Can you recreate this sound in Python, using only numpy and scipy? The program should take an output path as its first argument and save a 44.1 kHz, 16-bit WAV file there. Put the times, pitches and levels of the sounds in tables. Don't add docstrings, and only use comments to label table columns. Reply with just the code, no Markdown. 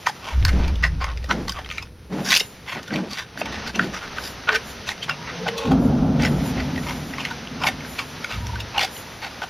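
import sys
import numpy as np
from scipy import signal
from scipy.fft import rfft, irfft, next_fast_len
from scipy.io import wavfile
from scipy.ndimage import uniform_filter1d

SR = 44100
rng = np.random.default_rng(int(sys.argv[2]) if len(sys.argv) > 2 else 0)


def waveform_to_disk(signal):
    frames = np.transpose(np.atleast_2d(signal))
    scaled = np.clip(frames, -1, 1) * 32767
    samples = np.round(scaled).astype(np.int16)
    wavfile.write(sys.argv[1], SR, samples)


N = 418509
LEFT_RIGHT = np.array([[1], [-1]])


def undb(db):
    return 10 ** (np.asarray(db) / 20)


def unit(x):
    return x / np.sqrt(np.mean(x ** 2) + 1e-20)


def curve(rows):
    times, levels = np.transpose(rows)
    level_db = np.interp(np.arange(N) / SR, times, levels, -120, -120)
    return uniform_filter1d(undb(level_db), size=256)


def colour(x, points):
    n = 2 * next_fast_len(len(x) // 2 + 1)
    hz, db = np.transpose(points)
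    log_hz = np.log(np.maximum(np.arange(n // 2 + 1) * SR / n, 1))
    beyond = np.abs(log_hz - np.clip(log_hz, np.log(hz.min()), np.log(hz.max())))
    log_gain = np.log(undb(np.interp(log_hz, np.log(hz), db)))
    log_gain = log_gain - np.minimum(4 * beyond, 8)
    cepstrum = irfft(log_gain)
    cepstrum[1:n // 2] *= 2
    cepstrum[n // 2 + 1:] = 0
    return irfft(rfft(x, n) * np.exp(rfft(cepstrum)))[:len(x)]


def ring(x, hz, width_hz):
    b, a = signal.iirpeak(hz, hz / width_hz, fs=SR)
    return signal.lfilter(b, a, x)


def sweep(x, hz, width_hz):
    turn = np.exp(2j * np.pi * np.cumsum(hz) / SR)
    keep = np.exp(-np.pi * width_hz / SR)
    smoothed = signal.lfilter([1 - keep], [1, -keep], x * turn.conj())
    return 2 * (turn * smoothed).real


def noise(points):
    return unit(colour(rng.standard_normal(N), points))


def walk(rate):
    step = max(int(SR / rate), 1)
    held = np.repeat(rng.standard_normal(N // step + 1), step)
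    return unit(uniform_filter1d(held, step)[:N])


def add(out, x, start):
    i = int(round(start * SR))
    x = x[max(-i, 0):max(N - i, 0)]
    out[max(i, 0):max(i, 0) + len(x)] += x


# (frequency [Hz], gain [dB])
AIR_SPECTRUM = [(25, -8), (60, 3.5), (100, 7), (180, 4.5), (260, -4.5), (480, -2), (750, -25), (4200, -32),
                (6300, -71), (7600, -49), (9500, -24.5), (15000, -38)]
AIR_DB = -46
# (frequency [Hz], gain [dB])
HISS_SPECTRUM = [(21, -28), (35, -39), (59, 3), (91, -5.5), (253, -1), (314, -6.5), (426, -4.5),
                 (507, -4.5), (553, -5.5), (717, -6), (931, -5), (1130, -8.5), (1230, -6), (6300, -14.5),
                 (8190, -102), (13900, -120)]
# (frequency [Hz], gain [dB]), and its level against the central hiss
WIDE_SPECTRUM = [(100, -31), (250, -4.5), (450, 10), (1000, 7), (1900, 4.5), (2600, -35), (5000, -54),
                 (6300, -6), (8000, -28)]
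HISS_WIDE_DB = -15.5
# (time [s], level [dB])
HISS_ENVELOPE = [(0, -42.5), (.6, -40.5), (1.2, -45.5), (1.8, -47), (1.92, -54.5), (2.06, -53), (2.2, -60),
                 (2.35, -36), (2.5, -45.5), (3.33, -46.5), (3.5, -36.5), (3.7, -33.5), (3.725, -45),
                 (3.77, -39), (4.17, -36.5), (4.4, -37), (4.7, -36.5), (5.05, -39), (5.5, -35), (5.85, -42),
                 (6.15, -40), (6.4, -35.5), (7.05, -37.5), (7.7, -36.5), (8.9, -37), (9.49, -40)]
# (frequency [Hz], gain [dB])
TOP_SPECTRUM = [(5500, -23), (6200, -10), (6900, 22), (7500, 0.5), (8400, -9), (9600, 15.5), (12000, 14),
                (14500, 7.5), (16000, -39)]
# (time [s], level [dB])
TOP_ENVELOPE = [(0, -54), (.6, -59), (.95, -75), (1.5, -58), (2, -75), (2.3, -39), (2.6, -60), (3.45, -73),
                (3.8, -58), (5.2, -62), (6.1, -62), (6.6, -53.5), (7.1, -51), (7.55, -60.5), (8.1, -53.5),
                (8.5, -53), (8.68, -61), (9.1, -53), (9.49, -57)]
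# (middle [s], length [s], peak level [dB])
TOP_SURGES = [(2.72, .14, -54), (3.16, .18, -58), (3.4, .05, -43), (3.84, 0.1, -63), (4.26, 0.22, -45),
              (4.69, .16, -48), (5.85, 0.16, -56), (6.35, 0.27, -50), (6.48, 0.13, -44.5),
              (6.88, 0.35, -54), (7.67, .08, -36), (7.93, 0.23, -47), (8.97, .16, -43.5)]
TOP_DB = -2.0


def outdoors():
    air = undb(AIR_DB) * noise(AIR_SPECTRUM)
    waver = undb(.9 * walk(7) + .7 * walk(45))
    hiss = noise(HISS_SPECTRUM) * waver + undb(HISS_WIDE_DB) * noise(WIDE_SPECTRUM) * LEFT_RIGHT
    top = noise(TOP_SPECTRUM) + undb(-1.0) * noise(TOP_SPECTRUM) * LEFT_RIGHT
    top = top * undb(1.2 * walk(16))
    top_gain = curve(TOP_ENVELOPE)
    for middle, length_s, db in TOP_SURGES:
        surge = undb(db) * signal.windows.hann(max(int(length_s * SR), 64))
        add(top_gain, surge, middle - length_s / 2)
    return air + hiss * curve(HISS_ENVELOPE) + top * top_gain * undb(TOP_DB)


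def fibres(count, per_s, scatter_db):
    chance, size, sign = rng.random((3, count))
    strength = undb(-scatter_db * np.log(np.maximum(size, .02)))
    return (chance < per_s / SR) * strength * np.sign(sign - .5)


# (frequency [Hz], gain [dB])
STALK_COLOUR = [(600, -6.5), (1100, -29.5), (1500, 4), (2900, 3), (3700, -6.5), (6000, -43.5)]
# (frequency [Hz], gain [dB])
MOUTH_COLOUR = [(120, -24), (300, -13), (450, -5), (700, 0), (1200, 0), (1600, -9), (3000, -34)]
# (frequency [Hz], gain [dB])
SPLINTER_COLOUR = [(2000, -3), (3300, -1.5), (5000, 1), (6400, -4), (6800, -4), (8200, -13.5), (9600, -7.5),
                   (12500, -5.5), (16000, -16)]
STALK_FOLLOW, SPLINTER_FOLLOW = 1, 0.47


def bite(snaps, seconds, bend, stalk_db, stalk_hz, mouth_db, mouth_hz, splinter_db, splinter_hz,
         stalk_width_hz, mouth_width_hz, splinter_width_hz, dry):
    stalk = sweep(snaps, stalk_hz * bend ** STALK_FOLLOW, stalk_width_hz) + dry * snaps
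    mouth = sweep(snaps, mouth_hz * bend, mouth_width_hz) + dry * snaps
    other_hz = 3450 + 750 * (np.arange(4) + rng.random(4))
    others = sum(ring(snaps, hz, splinter_width_hz) for hz in other_hz)
    splinters = ring(snaps, splinter_hz, splinter_width_hz) + 0.39 * others + 0.085 * snaps
    mix = undb(stalk_db) * unit(colour(stalk, STALK_COLOUR))
    mix += undb(mouth_db) * unit(colour(mouth, MOUTH_COLOUR))
    mix += undb(splinter_db) * unit(colour(splinters * bend ** SPLINTER_FOLLOW, SPLINTER_COLOUR))
    return mix * np.sqrt(seconds * SR / len(snaps))


# (start [s], end [s], stalk level [dB], stalk resonance [Hz], mouth level [dB],
# mouth resonance [Hz], splinter level [dB], hardest moment [share of stroke], resonance slide [octaves])
JAW_STROKES = [(0.057, 0.081, -24.5, 1930, -43, 1250, -40, 0.45, -1.0),
               (0.071, 0.106, -35.5, 1700, -33, 870, -30.5, 0.28, -0.071),
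               (0.212, 0.363, -35, 2350, -31.5, 980, -39.5, 0.6, -0.42),
               (0.448, 0.508, -31.5, 1680, -39, 1040, -51, 0.53, -0.035),
               (.545, 0.713, -39.5, 2230, -35, 920, -47, 0.59, 0.19),
               (0.824, 0.887, -28, 2010, -29, 1110, -33, 0.33, -0.44),
               (0.999, 1.071, -31.5, 2100, -26, 1070, -38.5, 0.38, -0.011),
               (1.055, 1.138, -38, 1900, -33, 1120, -56, 0.33, -0.16),
               (1.282, 1.34, -31.5, 1580, -40, 1010, -36, 0.58, 1),
               (1.466, 1.526, -40, 2100, -38.5, 1075, -41, 0.52, 0.18),
               (1.528, 1.632, -36.5, 1950, -34, 1010, -43.5, 0.41, -1.15),
               (1.689, 1.833, -39.5, 2210, -63, 1200, -44, 0.17, -0.33),
               (2.229, 2.309, -29, 1630, -33.5, 1120, -25, 0.92, -0.09),
               (2.293, 2.35, -20.5, 1940, -30, 1025, -27, .6, -0.24),
               (2.324, 2.403, -25.5, 2400, -35, 1000, -22, 0.24, 0.36),
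               (2.658, 2.783, -30.5, 2040, -34, 1060, -37.5, 0.44, -0.0097),
               (2.736, 2.821, -34.5, 1800, -33, 715, -46, 0.35, -1.5),
               (2.894, 2.988, -33, 2200, -36, 800, -43, 0.57, 0.36),
               (3.078, 3.175, -39.5, 2130, -40, 1140, -33, 0.68, -0.52),
               (3.137, 3.251, -31.5, 1880, -37.5, 1120, -34.5, 0.34, -0.69),
               (3.365, 3.42, -38.5, 1920, -50, 700, -38, 1, -0.8),
               (3.45, 3.5, -35, 2000, -38, 900, -52, 0.33, -0.23),
               (3.493, 3.66, -36.5, 1820, -41, 860, -44.5, 0.36, -0.14),
               (3.658, 3.712, -32.5, 1580, -50, 1100, -36.5, 0.31, 0),
               (3.742, 3.774, -27.5, 2740, -51, 1000, -42, 0.36, -0.1),
               (3.784, 3.865, -32.5, 1670, -41, 1330, -39.5, 0.46, 0.87),
               (3.923, 3.993, -31.5, 1850, -32.5, 1300, -36, 0.38, 0.29),
               (4.003, 4.077, -34.5, 1400, -35.5, 1330, -44, 0.4, -0.073),
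               (4.156, 4.2, -34.5, 1740, -33, 1210, -40, 0.54, -1.2),
               (4.214, 4.314, -38.5, 1610, -61, 1210, -33, 0.45, 0.27),
               (4.469, 4.518, -23, 1480, -20.5, 1320, -43, 0.5, -0.38),
               (4.505, 4.574, -21, 1710, -27, 1150, -30.5, 0.71, 0.36),
               (4.859, 4.94, -30.5, 2250, -35, 905, -33, 0.35, -0.71),
               (5.022, 5.051, -33.5, 2200, -47, 1100, -32.5, 0.44, 0.35),
               (5.073, 5.166, -35, 2200, -32.5, 1190, -48, 0.15, 0.34),
               (5.257, 5.325, -31.5, 2080, -37, 1290, -47, 0.55, 0),
               (5.457, 5.5, -28, 2530, -28, 720, -32, 0.57, 0.84),
               (5.549, 5.74, -37, 2560, -37, 940, -39.5, 0.51, 0),
               (6.185, 6.297, -25, 1910, -30, 840, -34, 0.46, -0.1),
               (6.549, 6.64, -31.5, 2050, -34, 690, -51, 0.46, -0.35),
               (6.857, 6.93, -32.5, 2100, -28, 990, -41, 0.46, 0.0091),
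               (7.181, 7.24, -31.5, 2320, -36, 1050, -38, 0.32, 0.026),
               (7.247, 7.308, -32.5, 2300, -40, 950, -41, 0.18, -0.93),
               (7.593, 7.664, -30, 2330, -23, 1000, -35, 0.92, -0.65),
               (7.661, 7.71, -26, 2170, -25.5, 885, -31, 0.21, -1.2),
               (7.98, 8.041, -31.5, 2680, -30, 1090, -35, 0.17, -0.029),
               (8.28, 8.377, -32.5, 2260, -34, 1270, -36.5, 0.29, -0.18),
               (8.73, 8.806, -30.5, 2500, -24, 860, -40, 0.62, -0.34),
               (8.785, 8.86, -22.5, 2140, -27, 784, -23.5, 0.56, -0.11),
               (9.211, 9.287, -31, 2160, -32, 820, -36, 0.51, -0.08),
               (9.409, 9.455, -32, 1500, -28, 790, -36.5, 0.46, -0.56)]
SPLINTER_RANGE_HZ = 2980, 5970
CRUNCH_DB = -5.5


def crunches():
    out = np.zeros(N)
    spurts = undb(2.3 * walk(170))
    for start, end, stalk_db, *tone, peak, slide in JAW_STROKES:
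        n = max(int((end - start) * SR), 64)
        count = n + 1024
        progress = np.arange(count) / n
        ramp = np.interp(progress, [0, np.clip(peak, .1, .9), 1], [0, 1, 0])
        pressure = np.sin(np.pi / 2 * ramp)
        snaps = fibres(count, per_s=2000 * undb(stalk_db + 35.5), scatter_db=3.0)
        snaps = snaps * pressure * spurts.take(int(start * SR) + np.arange(count), mode="wrap")
        bend = 2 ** (slide * (np.minimum(progress, 1) - .5))
        tear = bite(snaps, n / SR, bend, stalk_db, *tone, rng.uniform(*SPLINTER_RANGE_HZ),
                    stalk_width_hz=310, mouth_width_hz=92, splinter_width_hz=300, dry=0.34)
        add(out, tear, start)
    return out * undb(CRUNCH_DB)


# (frequency [Hz], gain [dB])
PULP_COLOUR = [(400, -14), (1100, 0), (2500, 0), (6000, -8), (7200, -32), (15000, -36)]


def munching():
    t = np.arange(N) / SR
    strokes = sum(1. 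* ((t > start) & (t < end)) for start, end, *_ in JAW_STROKES)
    jaw_moving = uniform_filter1d(strokes, size=SR // 6)
    burst = np.exp(-t[:400] / .0015)
    envelope = signal.fftconvolve(fibres(N, per_s=70, scatter_db=3.0), burst)[:N]
    ticks = envelope * rng.standard_normal(N) * jaw_moving
    return undb(-50.0) * unit(colour(ticks, PULP_COLOUR))


BUILD, DIE, MAIN_SNAP = .7, .8, .55
SAG_OCTAVES, SAG_S = 0.16, 0.024
STALK_WIDTH_HZ, SNAP_DAMPING = 70, .2


def crack(length_s, *tone):
    lead, count = 600, 2048
    t = (np.arange(count) - lead) / SR
    cluster = np.exp(np.where(t < 0, t / BUILD, -t / DIE) / length_s)
    cluster += .04 * (t > 0) * np.exp(-np.abs(t) / .012)
    snaps = fibres(count, per_s=4500, scatter_db=2.4) * cluster
    snaps[lead] += MAIN_SNAP * np.linalg.norm(snaps)
    bend = 2 ** (-SAG_OCTAVES / 2 * np.tanh(t / SAG_S))
    stalk_width_hz = STALK_WIDTH_HZ + SNAP_DAMPING / length_s
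    sound = bite(snaps, 1 / 100, bend, *tone,
                 stalk_width_hz=stalk_width_hz, mouth_width_hz=82, splinter_width_hz=170, dry=0.056)
    return sound, lead / SR


# (time [s], length [s], stalk level [dB], stalk resonance [Hz], mouth level [dB],
# mouth resonance [Hz], splinter level [dB], splinter resonance [Hz]);
# levels are rms over 10 ms, before CRACK_DB
STALK_SNAPS = [(0.067, 0.0053, -20, 1880, -25, 1260, -29, 6230),
               (0.071, 0.0008, -23, 1480, -13, 990, -27.5, 4950),
               (0.097, 0.0031, -33, 1780, -26, 850, -37, 4460),
               (0.4512, 0.0014, -20, 1600, -27.5, 1030, -17.5, 4360),
               (0.454, 0.0018, -24, 1500, -44, 1210, -34, 4400),
               (0.4825, 0.0032, -31, 1800, -36, 597, -30, 5030),
               (0.491, 0.0088, -23, 2020, -30, 1300, -31, 4300),
               (0.68, 0.0028, -34, 2360, -37.0, 910, -37, 4860),
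               (0.757, 0.0032, -40, 2920, -44, 450, -39.5, 3500),
               (0.839, 0.0048, -12, 1995, -36, 1290, -28.5, 5000),
               (0.849, 0.003, -18, 1980, -25.5, 1080, -36, 4360),
               (1.043, 0.004, -27, 2180, -22.5, 1115, -31.5, 5100),
               (1.1744, 0.002, -37, 2170, -52.0, 450, -40, 5000),
               (1.243, 0.0029, -38, 1920, -38, 530, -38.5, 3900),
               (1.296, 0.0034, -36, 1450, -26.5, 1160, -42, 5200),
               (1.3112, 0.0076, -15, 1320, -18, 990, -27, 4060),
               (1.4825, 0.0029, -30.5, 1960, -30, 1150, -29, 4430),
               (1.4954, 0.002, -29, 3110, -38, 1130, -23.5, 4860),
               (1.5216, 0.003, -36, 1500, -51, 970, -30.5, 4950),
               (1.573, 0.0039, -44, 1990, -29, 1140, -54, 4100),
               (1.647, 0.0024, -36.5, 3300, -56, 450, -49, 3300),
               (1.661, 0.0014, -37, 1980, -52, 1100, -49, 3420),
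               (1.702, 0.0012, -31, 2770, -45, 1290, -47, 4070),
               (1.713, 0.0015, -28.5, 2180, -37.5, 1250, -37, 3770),
               (1.782, 0.0013, -23.5, 2260, -35, 1340, -33.5, 4020),
               (1.826, 0.0073, -35.5, 2600, -37, 1010, -35, 5150),
               (2.276, 0.0052, -26, 1650, -41, 1040, -34, 5400),
               (2.306, 0.006, -22, 1940, -30, 1080, -17.5, 3880),
               (2.3117, 0.0015, -28, 2370, -32, 1090, -18, 3770),
               (2.321, 0.0047, -18, 2050, -25, 1080, -18, 3450),
               (2.3285, 0.0034, -15.5, 2020, -38, 1120, -18, 3320),
               (2.34, 0.003, -19, 2580, -45, 1080, -17, 3480),
               (2.351, 0.0019, -22, 2290, -39, 1310, -16.5, 5860),
               (2.3633, 0.0056, -18, 2550, -33.5, 543, -15, 3400),
               (2.3685, 0.0012, -19, 2800, -52, 1060, -22, 5130),
               (2.375, 0.00083, -26, 2580, -47.5, 720, -21, 5400),
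               (2.3978, 0.00087, -38, 2300, -44, 1220, -24, 5750),
               (2.4016, 0.0039, -23, 2100, -47, 1240, -20.5, 5270),
               (2.406, 0.0022, -21, 2780, -52, 1170, -21.5, 3820),
               (2.411, 0.0015, -35, 2540, -29, 430, -31, 4430),
               (2.679, 0.0066, -33, 2060, -43, 900, -51, 3640),
               (2.831, 0.0031, -44, 1910, -47, 490, -39.5, 4800),
               (2.88, 0.0075, -36, 1460, -43.0, 450, -38, 3490),
               (2.9076, 0.0039, -30, 1590, -39, 450, -51.0, 3300),
               (2.939, 0.0069, -28, 1940, -33, 660, -33, 4500),
               (2.959, 0.002, -27.5, 2450, -37, 614, -33, 3540),
               (2.987, 0.003, -35, 1400, -32, 450, -44.5, 3300),
               (3.193, 0.0033, -31, 1630, -54, 1070, -32, 4730),
               (3.375, 0.0039, -31.5, 1650, -36, 467, -41, 3500),
               (3.417, 0.0035, -24.5, 2420, -20.5, 560, -44, 3720),
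               (3.458, 0.004, -32, 2280, -33, 920, -34, 3460),
               (3.526, 0.0069, -32, 1900, -37.5, 1130, -36.5, 3760),
               (3.678, 0.0058, -33, 1530, -40, 1220, -31.5, 4200),
               (3.759, 0.0076, -35, 2780, -33, 860, -30, 5950),
               (3.7908, 0.0017, -32, 1670, -42, 1290, -43.5, 4100),
               (3.7943, 0.0016, -14.5, 1600, -19, 1410, -40, 3700),
               (4.184, 0.0013, -25.5, 1440, -31, 1270, -49, 3850),
               (4.491, 0.00093, -13, 1410, -20.5, 1070, -30.5, 4340),
               (4.55, 0.0077, -20.5, 1560, -38, 450, -26.5, 3300),
               (4.559, 0.0051, -22, 2360, -40, 460, -25, 5540),
               (4.8905, 0.0029, -24.5, 1990, -31, 970, -24.5, 3840),
               (4.918, 0.004, -29, 1930, -42, 1000, -47, 3900),
               (5.027, 0.0091, -26.5, 3140, -48, 1060, -37, 4430),
               (5.096, 0.0042, -20.5, 1420, -28, 1300, -27.5, 5040),
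               (5.109, 0.0082, -24, 2770, -33, 760, -38, 3700),
               (5.468, 0.008, -27.5, 1490, -20.5, 710, -49, 5030),
               (5.4877, 0.0035, -23, 2090, -30, 454, -34, 3780),
               (5.582, 0.01, -33.0, 2600, -41, 450, -26, 3400),
               (5.718, 0.012, -31, 1360, -17.5, 814, -33, 3320),
               (6.2226, 0.0028, -32, 2070, -40, 800, -29, 4700),
               (6.236, 0.0044, -28, 2020, -31, 800, -33, 5230),
               (6.251, 0.0025, -20.5, 2000, -30, 450, -29.5, 5340),
               (6.2576, 0.004, -27, 2030, -43, 800, -29, 5370),
               (6.603, 0.0054, -26.5, 2020, -43, 710, -35, 4560),
               (6.76, 0.0031, -32, 2020, -50, 450, -43, 3340),
               (6.778, 0.0048, -27.5, 1910, -40, 470, -43, 3960),
               (6.8349, 0.0023, -38, 2160, -48, 900, -46, 4000),
               (6.895, 0.008, -32, 2060, -34, 1020, -33, 3310),
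               (6.908, 0.0022, -30, 2100, -49, 1000, -41, 4000),
               (7.138, 0.0054, -28.5, 2000, -41.0, 770, -43, 5370),
               (7.183, 0.0018, -29.5, 2110, -27.5, 1060, -40, 4230),
               (7.205, 0.0039, -28, 2880, -39, 1010, -41, 3370),
               (7.2517, 0.0035, -21, 2120, -46, 930, -32, 4230),
               (7.311, 0.014, -30, 1490, -28, 960, -37, 3730),
               (7.473, 0.001, -34.5, 2960, -53, 460, -48, 3370),
               (7.637, 0.0014, -22, 2550, -38, 1090, -32, 5470),
               (7.642, 0.0021, -26, 2450, -19.5, 1055, -31, 3730),
               (7.67, 0.0041, -14.5, 2220, -26, 760, -23, 4300),
               (7.676, 0.003, -25, 2320, -31, 800, -31, 5040),
               (7.686, 0.0018, -25, 1880, -22.5, 765, -26.5, 3660),
               (7.807, 0.0022, -35, 2220, -47, 1000, -50, 4000),
               (7.848, 0.0024, -35, 1610, -52, 1000, -53, 4000),
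               (7.991, 0.008, -21.5, 2280, -26, 1226, -28.5, 3380),
               (8.245, 0.0026, -23.5, 2280, -28.5, 1480, -32.5, 3370),
               (8.323, 0.0038, -28.5, 2880, -41, 1260, -37, 3420),
               (8.469, 0.0027, -39, 2070, -50, 900, -34, 5700),
               (8.557, 0.003, -32, 1500, -40, 1150, -40, 4000),
               (8.6044, 0.006, -30, 2700, -47, 870, -31, 3640),
               (8.7803, 0.0018, -16, 2800, -19.5, 810, -27, 3300),
               (8.794, 0.0032, -20, 2180, -25, 990, -25, 4200),
               (8.8336, 0.0028, -25, 2210, -24.5, 800, -25, 4600),
               (8.848, 0.002, -31, 2120, -31, 810, -29, 5600),
               (8.967, 0.0043, -38, 2970, -41, 900, -42, 4630),
               (9.42, 0.0023, -28, 1430, -27.5, 800, -45, 4600)]
CRACK_DB = -2


def cracks():
    out = np.zeros(N)
    for moment, length_s, *tone in STALK_SNAPS:
        sound, lead_s = crack(length_s, *tone)
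        add(out, sound, moment - lead_s)
    return out * undb(CRACK_DB)


SMALL_CRACK_DB, SMALL_SCATTER_DB, SMALL_CRACK_S = -13.5, 4, 0.00055


def small_cracks(count):
    out = np.zeros(N)
    for start, end, *tone, _, _ in JAW_STROKES:
        for moment, strength in zip(rng.beta(3, 3, count), rng.standard_normal(count)):
            sound, lead_s = crack(SMALL_CRACK_S, *tone, rng.uniform(*SPLINTER_RANGE_HZ))
            snap_time = start + moment * (end - start)
            add(out, sound * undb(SMALL_SCATTER_DB * strength), snap_time - lead_s)
    return out * undb(SMALL_CRACK_DB)


def roll(points, steady_s):
    x = noise(points)
    power = uniform_filter1d(x ** 2, max(int(steady_s * SR), 1))
    return x / np.sqrt(power + 0.019)


# (frequency [Hz], gain [dB])
DEEP_SPECTRUM = [(13, 0), (22, -12), (39, -19), (59, 8), (78, 1), (130, -19.5), (162, -14.5), (189, -31),
                 (260, -30), (340, -33.5), (570, -120)]
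# (frequency [Hz], gain [dB])
BOOM_SPECTRUM = [(15, -26), (25, -23), (43, -13), (59, -3), (86, -6.5), (119, -10), (145, 2.5), (200, -6),
                 (250, 1), (275, -0.5), (305, -16.5), (336, -11), (420, -24), (550, -26), (920, -120)]
# (frequency [Hz], gain [dB])
ROAR_SPECTRUM = [(250, -32), (380, -0.5), (700, -1), (850, -3.5), (1000, -12), (1400, -12.5), (2000, -33)]
# (frequency [Hz], gain [dB])
FAINT_SPECTRUM = [(15, -53), (25, -32), (45, -9), (59, 10.5), (70, 0), (109, 5), (145, -14), (204, -8.5),
                  (244, -18.5), (300, -38), (390, -48), (660, -120)]
# (start [s], level before the kind's own gain [dB], hold [s], fall [dB/s], kind)
DISTANT_RUMBLES = [(0.299, -19.5, 0.18, 19.5, "deep"), (3.404, -48.5, 1, 26, "deep"),
                   (5.626, -16.5, 0.5, 17.5, "boom"), (5.657, -12, 0.0091, 264, "boom"),
                   (7.47, -30.5, 0.044, 25.5, "boom"), (8.29, -30, 0.23, 87, "faint")]
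RUMBLE_ATTACK_S, ROAR_DB = 0.067, -13.5


def rumbles():
    t = np.arange(N) / SR

    def rolling(kind):
        if kind == "deep":
            return roll(DEEP_SPECTRUM, steady_s=0.038) * undb(3.5)
        if kind == "boom":
            boom = roll(BOOM_SPECTRUM, steady_s=0.076) * undb(-0.85)
            return boom + noise(ROAR_SPECTRUM) * undb(ROAR_DB)
        return roll(FAINT_SPECTRUM, steady_s=0.084) * undb(0.7)

    out = np.zeros(N)
    for start, db, hold_s, fall_db_per_s, kind in DISTANT_RUMBLES:
        swell = np.clip((t - start) / RUMBLE_ATTACK_S, 0, 1) ** 2
        falling_s = np.maximum(t - start - RUMBLE_ATTACK_S - hold_s, 0)
        out += rolling(kind) * swell * undb(db - fall_db_per_s * falling_s)
    return out * undb(1.0 * walk(16))


# (start [s], length [s], level [dB])
NOSE_PUFFS = [(0.5, 0.27, -27.5), (1.283, 0.23, -27), (2.097, 0.25, -25), (2.741, 0.099, -35),
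              (2.897, 0.24, -26), (3.338, 0.44, -37), (3.741, 0.23, -27.5)]
# (frequency [Hz], gain [dB])
NOSE_COLOUR = [(90, -33), (140, -4), (190, 2), (270, -4), (420, -9.5), (750, -15), (1100, -22), (2000, -26),
               (3500, -32), (6000, -36), (7500, -52)]
PUFF_RISE, PUFF_HOLD, PUFF_START_DB, PUFF_END_DB = 0.12, 0.44, -13.5, -13.5


def nose():
    flow = np.zeros(N)
    for start, length_s, db in NOSE_PUFFS:
        flow += curve([(start, db + PUFF_START_DB),
                       (start + PUFF_RISE * length_s, db),
                       (start + PUFF_HOLD * length_s, db),
                       (start + length_s, db + PUFF_END_DB)])
    return noise(NOSE_COLOUR) * undb(1.0 * walk(60)) * flow


# (start [s], end [s], start frequency [Hz], end frequency [Hz], level [dB])
WAVERING_TONES = [(0.66, 1.093, 162.1, 160, -37.5), (4.47, 4.613, 432, 448, -33.5),
                  (4.99, 5.32, 154.3, 147, -41.5), (5.145, 5.336, 1010, 887, -46),
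                  (5.3, 5.61, 169, 189, -37), (5.28, 5.483, 493, 515, -43), (5.373, 5.472, 460, 418, -37),
                  (5.4, 5.797, 469, 458, -33.5), (5.497, 5.733, 550, 538, -39.5),
                  (5.475, 5.815, 878, 842, -43), (5.51, 5.748, 1045, 1123, -40.5),
                  (8.352, 8.642, 980, 908, -42.5)]


def hollow_tones():
    out = np.zeros(N)
    waver = (walk(90) + 1j * walk(90) + 1) / np.sqrt(2)
    wander = 1 + .009 * walk(25) + .012 * walk(140)
    for start, end, start_hz, end_hz, db in WAVERING_TONES:
        n = max(int((end - start) * SR), 64)
        i = int(rng.random() * (N - n))
        hz = np.linspace(start_hz, end_hz, n) * wander[i:i + n]
        phase = 2 * np.pi * np.cumsum(hz) / SR
        tone = (np.exp(1j * phase) * waver[i:i + n]).real
        add(out, undb(db) * unit(tone * signal.windows.tukey(n, .7)), start)
    return out


def scatter(x, t60_s, points):
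    t = np.arange(SR // 3) / SR
    response = rng.standard_normal(len(t)) * np.exp(-np.log(1000) * t / t60_s)
    return colour(signal.fftconvolve(x, response / np.linalg.norm(response))[:N], points)


def scene():
    chewing = crunches() + munching() + cracks() + small_cracks(count=1)
    background = rumbles() + hollow_tones()
    puffs = nose()
    echo = undb(-12.0) * scatter(chewing, t60_s=0.12,
                                 points=[(100, -42), (1500, 6.5), (6000, 2.5), (10000, 15.0)])
    side = scatter(chewing + puffs, t60_s=0.46,
                   points=[(200, -73), (600, -21), (1200, -29), (2200, -42), (3400, -42.5),
                           (5000, -40.0), (8000, -3.0), (15000, -4.0)])
    side += scatter(background, t60_s=0.14,
                    points=[(50, -59), (150, -81), (280, -70.0), (550, -10.0), (1500, -10.0)])
    return outdoors() + chewing + echo + background + puffs + side * LEFT_RIGHT


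TOP_HZ = 15850


def record(dry):
    rounded = np.tanh(.7 * dry) / .7
    low_pass = signal.ellip(10, .2, 80, TOP_HZ, fs=SR, output="sos")
    return signal.sosfilt(low_pass, rounded)


dry = scene()
out = record(dry)
waveform_to_disk(out)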